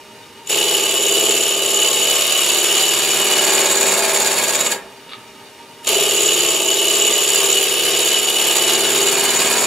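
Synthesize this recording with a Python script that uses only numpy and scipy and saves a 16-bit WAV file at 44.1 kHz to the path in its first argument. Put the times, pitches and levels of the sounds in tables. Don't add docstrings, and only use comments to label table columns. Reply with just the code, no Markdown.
import sys
import numpy as np
from scipy import signal
from scipy.fft import rfft, irfft, next_fast_len
from scipy.io import wavfile
from scipy.ndimage import uniform_filter1d

SR = 44100
rng = np.random.default_rng(int(sys.argv[2]) if len(sys.argv) > 2 else 0)


def wrap_up_sound(samples):
    columns = np.atleast_2d(samples).T
    tamed = np.clip(columns, -1, 1)
    steps = np.round(tamed * 32767).astype(np.int16)
    wavfile.write(sys.argv[1], SR, steps)


N = 426006
TIME = np.arange(N) / SR
HZ = np.fft.rfftfreq(8192, 1 / SR)


def gain_of(db):
    return 10 ** (np.asarray(db) / 20)


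def evened(x):
    return x / np.sqrt(np.mean(x ** 2) + 1e-20)


def wave(turns):
    return np.sin(2 * np.pi * turns)


def read(f, value, hz=HZ):
    return np.interp(np.log(hz + 1), np.log(np.add(f, 1)), value)


def bell(hz, width):
    return 1 / (1 + (2 * (HZ - hz) / width) ** 2)


def peaked(base_db, modes):
    extra = sum(np.maximum(gain_of(db) ** 2 - 1, 0) * bell(f, width) ** 2 for f, width, db in modes)
    return gain_of(base_db) * np.sqrt(1 + extra)


def colour(x, gain):
    fold = irfft(np.log(np.maximum(gain, 1e-5)))
    fold[1:4096] *= 2
    fold[4097:] = 0
    response = irfft(np.exp(rfft(fold)))[:4096]
    return signal.oaconvolve(x, response)[:N]


def drift(rate_hz, stride=1):
    size = next_fast_len(N // 128 + 2) * 2
    spectrum = rfft(rng.standard_normal(size))
    slow = irfft(spectrum / (1 + (np.fft.rfftfreq(size, 64 / SR) / rate_hz) ** 4))
    return np.interp(np.arange(0, N, stride) / 64, np.arange(size), evened(slow))


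def fibres(spread_db):
    size_db = spread_db * np.minimum(rng.exponential(1, N), 6)
    return evened(rng.standard_normal(N) * gain_of(size_db))


def fading_echo(t60, start):
    hz, t, bands = signal.stft(rng.standard_normal(SR // 2), SR, nperseg=256)
    fading = bands * gain_of(-60 * t / t60(hz)[:, None])
    x = signal.istft(fading, SR, nperseg=256)[1]
    x[:start] = 0
    return x / np.linalg.norm(x)


# (frequency [Hz], time to fade by 60 dB [s])
SHOP_FADE = [(250, 0.66), (660, 0.65), (1740, 0.46), (4590, 0.17), (12000, 0.2)]


def shop_echo():
    return gain_of(-7.0) * fading_echo(lambda hz: read(*np.transpose(SHOP_FADE), hz), start=300)


def near_echo():
    return 1.01 * fading_echo(lambda hz: 0.0093 + 0 * hz, start=0)


def scatter(x, echo, count=4):
    slot = TIME / .06
    total = 0
    for k in range(count):
        distance = abs((slot - k + count / 2) % count - count / 2)
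        share = np.maximum(np.cos(np.pi / 2 * np.minimum(distance, 1)), 0)
        total = total + signal.oaconvolve(x * share, echo())[:N]
    return total


# (frequency [Hz], relative level per Hz [dB])
WASH_SPECTRUM = [(15, -63), (25, -13), (342, -5), (460, -5.5), (707, -12), (901, -2), (1000, -17),
                 (1210, -11), (2720, -9.5), (2950, -10.5), (4080, -12.5), (9930, -19.5), (15700, -29)]
# (frequency [Hz], width [Hz], height over the wash [dB])
HOUSING_MODES = [(240, 30, 6), (400, 40, 6), (905, 41, 6), (1210, 55, 8), (1850, 30, 5), (2290, 54, 6),
                 (2460, 42, 6), (2890, 130, 9), (3680, 50, 9), (4690, 70, 4), (5140, 46, 4)]
# (frequency [Hz], relative level [dB])
HUM_LINES = [(312.2, -70), (393.0, -57), (463.0, -60.5), (619.1, -59.5), (931.3, -56), (1055, -64.5),
             (1200, -75)]
BELT_HZ = 9.45


def motor():
    air = rng.standard_normal(N) * gain_of(.5 * drift(30))
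    wash = evened(colour(air, peaked(read(*np.transpose(WASH_SPECTRUM)), HOUSING_MODES)))
    hum = 0
    for hz, db in HUM_LINES:
        level = np.sqrt(2) * gain_of(db + 2.5 * drift(16))
        hum = hum + level * np.sin(2 * np.pi * (hz * TIME + rng.random()) + 0.44 * drift(1.8))
    pulse = np.exp(2.5 * (np.cos(2 * np.pi * BELT_HZ * (TIME - 5.61)) - 1))
    whine = gain_of(-40 + 1.5 * drift(6)) * pulse * np.sin(2 * np.pi * 928 * TIME + .5 * drift(8))
    return gain_of(-41.5) * wash, gain_of(3.5) * hum + whine


# (time [s], strength [dB])
KNOCK_TIMES = [(5.0926, -19), (5.116, -22), (5.1232, -21), (5.133, -12.5), (5.1424, -28)]
# (frequency [Hz], relative level [dB], time to fade by 60 dB [s])
STEEL_TONES = [(1270, -7, .03), (1700, -7, .012), (2300, -4, .012), (2900, -4, .014), (3500, -2, .013),
               (3750, -3, .014), (4400, -6, .01)]


def knocks():
    t = TIME[:4000]
    blows = gain_of(-44.5) * fibres(2.9) * np.exp(-((TIME - 5.125) / 0.031) ** 2)
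    for time, db in KNOCK_TIMES:
        blows[round(time * SR)] += gain_of(db)
    ring = sum(gain_of(db - 60 * t / t60) * np.sin(2 * np.pi * hz * t) for hz, db, t60 in STEEL_TONES)
    soft_start = 1 - np.exp(-t / 0.0007)
    return signal.oaconvolve(blows, gain_of(-4.5) * ring * soft_start)[:N]


SPIN_HZ = 17.86
# (time [s], lag behind a steady spin [turns])
SPIN_LAG = [(0.5, -0.2), (0.75, -0.25), (1.3, -0.033), (2, 0.043), (3.2, -0.01), (4.7, -0.15), (5.9, -0.27),
            (6.1, -0.37), (6.7, -0.23), (8.2, -0.22), (9, -0.12), (9.66, -0.3)]


def spindle():
    return SPIN_HZ * TIME - np.interp(TIME, *np.transpose(SPIN_LAG))


# (bite time [s], feed [blank lengths per s], cut level [dB])
CUT_PASSES = [(0.495, .235, -16), (5.87, 0.21, -16)]
ENTRY_DB_PER_S, GRAZE_DB, BITE_DB, SETTLE_S = 650, -6.5, 2, .02
BRUSH_EARLY_S, BRUSH_S, BRUSH_DB = .0215, .003, 10
EXIT_DB_PER_S = 900
END_THROB_DB, END_SHARE = 6, 0.043
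JUDDER_LATE_DB, JUDDER_BUILD_S = -30, .02


def passes():
    starts, feeds, levels_db = np.transpose(CUT_PASSES)
    which = np.maximum(np.searchsorted(starts - .1, TIME) - 1, 0)
    since = TIME - starts[which]
    after = np.maximum(since, 0)
    along = since * feeds[which]
    graze_db = GRAZE_DB + ENTRY_DB_PER_S * since
    entry_db = np.where(since < 0, graze_db, BITE_DB * np.exp(-after / SETTLE_S))
    brush_db = BRUSH_DB * np.exp(-((since + BRUSH_EARLY_S) / BRUSH_S) ** 2)
    exit_db = -EXIT_DB_PER_S * np.maximum(since - 1 / feeds[which], 0)
    late_db = JUDDER_LATE_DB * np.exp(-after / JUDDER_BUILD_S)
    throb_db = END_THROB_DB * np.exp((np.minimum(along, 1) - 1) / END_SHARE)
    return along, levels_db[which] + entry_db + brush_db + exit_db, late_db, throb_db


# (times per turn, then pairs (relative depth [dB], crest [turns]) for
RIM_SHAPE = [(1, (.7, .42), (2.4, .26), (1, .44), (1.8, .42), (.8, .5)), (2, (2, .057), (1.2, .06),
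             (1.7, .186), (.7, .055), (2, .115)), (4, (2.9, .213), (2, .2), (1.5, .188), (1.2, .157),
             (.3, .0)), (8, (1.3, .106), (1.2, .105), (1.6, .015), (1, .005), (.3, .03))]


def rim(turns, place):
    angle = np.arange(256) / 256
    shape = 0
    for times, *layers in RIM_SHAPE:
        shape = shape + np.array([db * np.cos(2 * np.pi * times * (angle - crest)) for db, crest in layers])
    fizz_head, fizz_tail, chatter_head, chatter_tail, ring = shape[:, (turns * 256).astype(int) % 256]
    fizz = fizz_head + place * (fizz_tail - fizz_head)
    chatter = chatter_head + place * (chatter_tail - chatter_head)
    return fizz, chatter, ring


def surface(turns):
    rows = signal.lfilter([1], [1, -.85], rng.standard_normal((180, 2048)), axis=0)
    return evened(rows.ravel()[((turns + 2) * 2048).astype(int)])


# (multiple of the spin [1], relative level at head [dB], at middle [dB], at tail [dB])
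SPINDLE_ORDERS = [(8, -52, -49, -53), (11, -57, -56, -48), (13, -59, -63, -48), (14, -46, -43, -42),
                  (16, -60, -51, -45), (17, -62, -53, -51), (18, -56, -55, -45), (19, -41, -40, -44),
                  (20, -38, -36, -38), (21, -44, -38, -38), (22, -33, -33, -31), (23, -37, -43, -50),
                  (24, -33, -37, -45), (25, -46, -42, -55), (26, -50, -47, -44), (27, -39, -41, -39),
                  (28, -44, -49, -49), (29, -42, -43, -47), (30, -45, -44, -38), (32, -52, -46, -37),
                  (33, -45, -53, -43), (36, -52, -49, -38), (37, -42, -41, -43), (38, -43, -42, -57),
                  (41, -58, -59, -40), (42, -57, -48, -56), (43, -52, -53, -45), (46, -58, -44, -45),
                  (47, -54, -51, -47), (48, -54, -49, -42), (50, -53, -49, -47), (53, -50, -54, -43)]


def order_comb(turns, place):
    turns, place = turns[::8], place[::8]
    comb = 0
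    for order, *db in SPINDLE_ORDERS:
        level = gain_of(np.interp(place, (0, .5, 1), db) + 2 * drift(1.2, stride=8))
        phase = 2 * np.pi * (order * turns + rng.random()) + .5 * drift(1.2, stride=8)
        comb = comb + level * np.sin(phase)
    return np.sqrt(2) * signal.resample_poly(comb, 8, 1)[:N]


# (frequency [Hz], relative level per Hz at head [dB], at tail [dB])
RASP_SPECTRUM = [(40, -59, -30), (105, -25, -17.5), (211, -18.5, -3.5), (350, -11, -10), (770, -2.5, 6.5),
                 (1000, -10.5, 5), (2040, -4.5, 1.5), (3160, 5.5, 0), (4580, -3, 1), (6000, -3.5, -5),
                 (7200, -9.5, 1.5), (10500, -7, -2.5), (13700, -9, -12), (15700, -17.5, -9)]
# (frequency [Hz], width [Hz], height over the rasp at head [dB], at tail [dB])
BODY_MODES = [(1089, 22, 16, 6.7), (1196, 133, 12, 0.27), (1654, 58, 0.5, 8.4), (2214, 106, 3.5, 7.2),
              (2447, 85, 4, 10.3), (2686, 280, 7, 5.2), (3490, 450, -3, 3.7), (3832, 64, 7.5, 8.9),
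              (4435, 250, 1, 5.6), (4716, 69, 9, 6.6), (4920, 98, -1, 1.5), (5656, 260, 4, 5.8),
              (9570, 1300, 9, 1.2), (10310, 240, 11, 7.4), (11500, 270, 8, 6.3), (13300, 350, -6, 8.7),
              (13700, 250, 4, 1.3333), (14660, 300, 11, 1.3333)]


def broad_rasp(bite, place, bumps, fizz_rim, hand):
    f, head_db, tail_db = np.transpose(RASP_SPECTRUM)
    treble = 1 / (1 + (7900 / (HZ + 1)) ** 12)
    coarse = signal.butter(2, 1100, fs=SR, output="sos")
    torn = fibres(1.3)
    torn = torn + signal.sosfiltfilt(coarse, bumps - torn)
    low_db = .8 * fizz_rim + .4 * hand + 1.2 * drift(110)
    low = bite * evened(torn * gain_of(low_db))
    high_db = 1.3 * fizz_rim + .8 * hand + 1.5 * drift(150)
    high = bite * evened(fibres(2.2) * gain_of(high_db))
    rasp = 0
    for weight, base_db, column in ((1 - place, head_db, 2), (place, tail_db, 3)):
        modes = [(mode[0], mode[1], mode[column]) for mode in BODY_MODES]
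        gain = peaked(read(f, base_db), modes) / np.sqrt(len(HZ)) * gain_of(37)
        rasp = rasp + colour(weight * low, gain * np.sqrt(1 - treble))
        rasp = rasp + colour(weight * high, gain * np.sqrt(treble))
    return rasp


def resonant(bite, level_db, uneven_db, drive, modes):
    gain = np.sqrt(sum(gain_of(db) ** 2 * bell(f, width) ** 2 for f, width, db in modes))
    push = evened(drive * gain_of(uneven_db))
    return colour(bite * gain_of(level_db) * push, evened(gain))


# (share of its length [1], timbre from 0 head to 1 tail [1], cut [dB],
# then, against the cut and before a fixed trim: judder [dB], blank [dB], blade ring [dB], edge chatter [dB])
ALONG_BLANK = [(0, .12, 0, -1, -8.5, -6.5, -3.5), (.15, 0.091, -1.5, -6, -9, -3.5, -1.5),
               (.35, 0.15, -0.5, -10.5, -11.5, -4, -3.5), (.55, 0.32, .5, -15.5, -22, -5.5, -5.5),
               (.64, 0.55, -.5, -9, -12, -6, -3.5), (.72, 0.9, -.5, -6.5, -11, -7.5, -3.5),
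               (.8, 1, -1.5, -7.5, -6, -16.5, -2), (.93, 0.8, -1.5, -13.5, -3.5, -30, -1),
               (.985, .85, -4.5, -21, -6, -13, -1), (1, 0.9, -8.5, 0, 6, -18, -6)]
# (frequency [Hz], width [Hz], relative level [dB])
JUDDER_MODES = [(394, 20, 0), (357, 20, -6), (429, 20, -8)]
# (frequency [Hz], width [Hz], relative level [dB])
BLANK_MODES = [(520, 87, -5.5), (592, 27, 0.5), (673.4, 52, 5.5), (838, 78, 2.5), (874, 64, -4),
               (915, 59, -10)]
# (frequency [Hz], width [Hz], relative level [dB])
RING_MODES = [(2950, 105, 0), (3020, 70, -8)]
# (frequency [Hz], width [Hz], relative level [dB])
CHATTER_MODES = [(6906, 250, -19), (6830, 160, -1.5), (7010, 670, -2.5), (7300, 590, -9.5), (7697, 165, -3)]
WANDER_DB, WANDER_HZ = (1.7, 1.9, 0.66, 1.05), 2.67


def gouge():
    turns = spindle()
    along, depth_db, late_db, throb_db = passes()
    share, *columns = np.transpose(ALONG_BLANK)
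    place, cut_db, *parts_db = (np.interp(along, share, column) for column in columns)
    judder_db, blank_db, ring_db, chatter_db = (
        db + wander * drift(WANDER_HZ) for db, wander in zip(parts_db, WANDER_DB))
    place = np.clip(place, 0, 1)
    judder_db = judder_db + late_db
    cut = uniform_filter1d(gain_of(depth_db + cut_db + 0.49 * drift(WANDER_HZ)), size=100)
    bite = cut * gain_of(throb_db * np.cos(2 * np.pi * (turns - .5)))
    fizz_rim, chatter_rim, ring_rim = rim(turns, place)
    hand = drift(26)
    bumps = surface(turns)

    rasp = broad_rasp(bite, place, bumps, fizz_rim, hand)
    slight_db = .2 * fizz_rim + .3 * hand
    rasp = rasp + resonant(bite, judder_db - 10, slight_db, bumps, JUDDER_MODES)
    rasp = rasp + resonant(bite, blank_db - 8, slight_db, bumps, BLANK_MODES)
    uneven_db = 1.6 * ring_rim + .6 * fizz_rim + .3 * hand + 1.5 * drift(70)
    rasp = rasp + resonant(bite, ring_db - 1.5, uneven_db, fibres(1.5), RING_MODES)
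    uneven_db = 2.23 * chatter_rim + 0.38 * hand + 1.7 * drift(120)
    rasp = rasp + resonant(bite, chatter_db - .6, uneven_db, fibres(0.48), CHATTER_MODES)

    comb = order_comb(turns, place) * cut / gain_of(-18) * gain_of(.3 * (judder_db + 10))
    return rasp, comb


# (frequency [Hz], gain of the side signal [dB])
SIDE_WIDTH = [(40, -4), (70, -5), (110, -12), (200, -16), (380, -18), (700, -16.5), (1290, -11),
              (2380, -14), (4400, -3), (8120, -6.5), (15000, 0)]


def scene():
    wash, hum = motor()
    rasp, comb = gouge()
    noisy = rasp + wash + knocks()
    tones = comb + hum
    mid = noisy + tones + scatter(noisy, shop_echo)
    scattered = scatter(noisy + tones, lambda: near_echo() + shop_echo())
    bass_cut = HZ ** 2 / (HZ ** 2 + 45 ** 2)
    side = colour(scattered, gain_of(read(*np.transpose(SIDE_WIDTH))) * bass_cut)
    balance = gain_of([[-.25], [.05]])
    return gain_of(-1.5) * np.array([mid + side, mid - side]) * balance


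# (frequency [Hz], width [Hz], level at the centre [dB])
DIPS = [(7885, 70, -20), (4950, 60, -7)]
EDGE_HZ = 15680


def record(dry):
    dips = gain_of(sum(db * bell(f, width) for f, width, db in DIPS))
    gain = dips / np.sqrt(1 + (60 / (HZ + 1)) ** 4)
    heard = np.tanh(np.array([colour(x, gain) for x in dry]) / 1.2) * 1.2
    band = signal.firwin(1023, EDGE_HZ, window=("kaiser", 10), fs=SR)
    return signal.oaconvolve(heard, band[None], "same")


dry = scene()
out = record(dry)
wrap_up_sound(out)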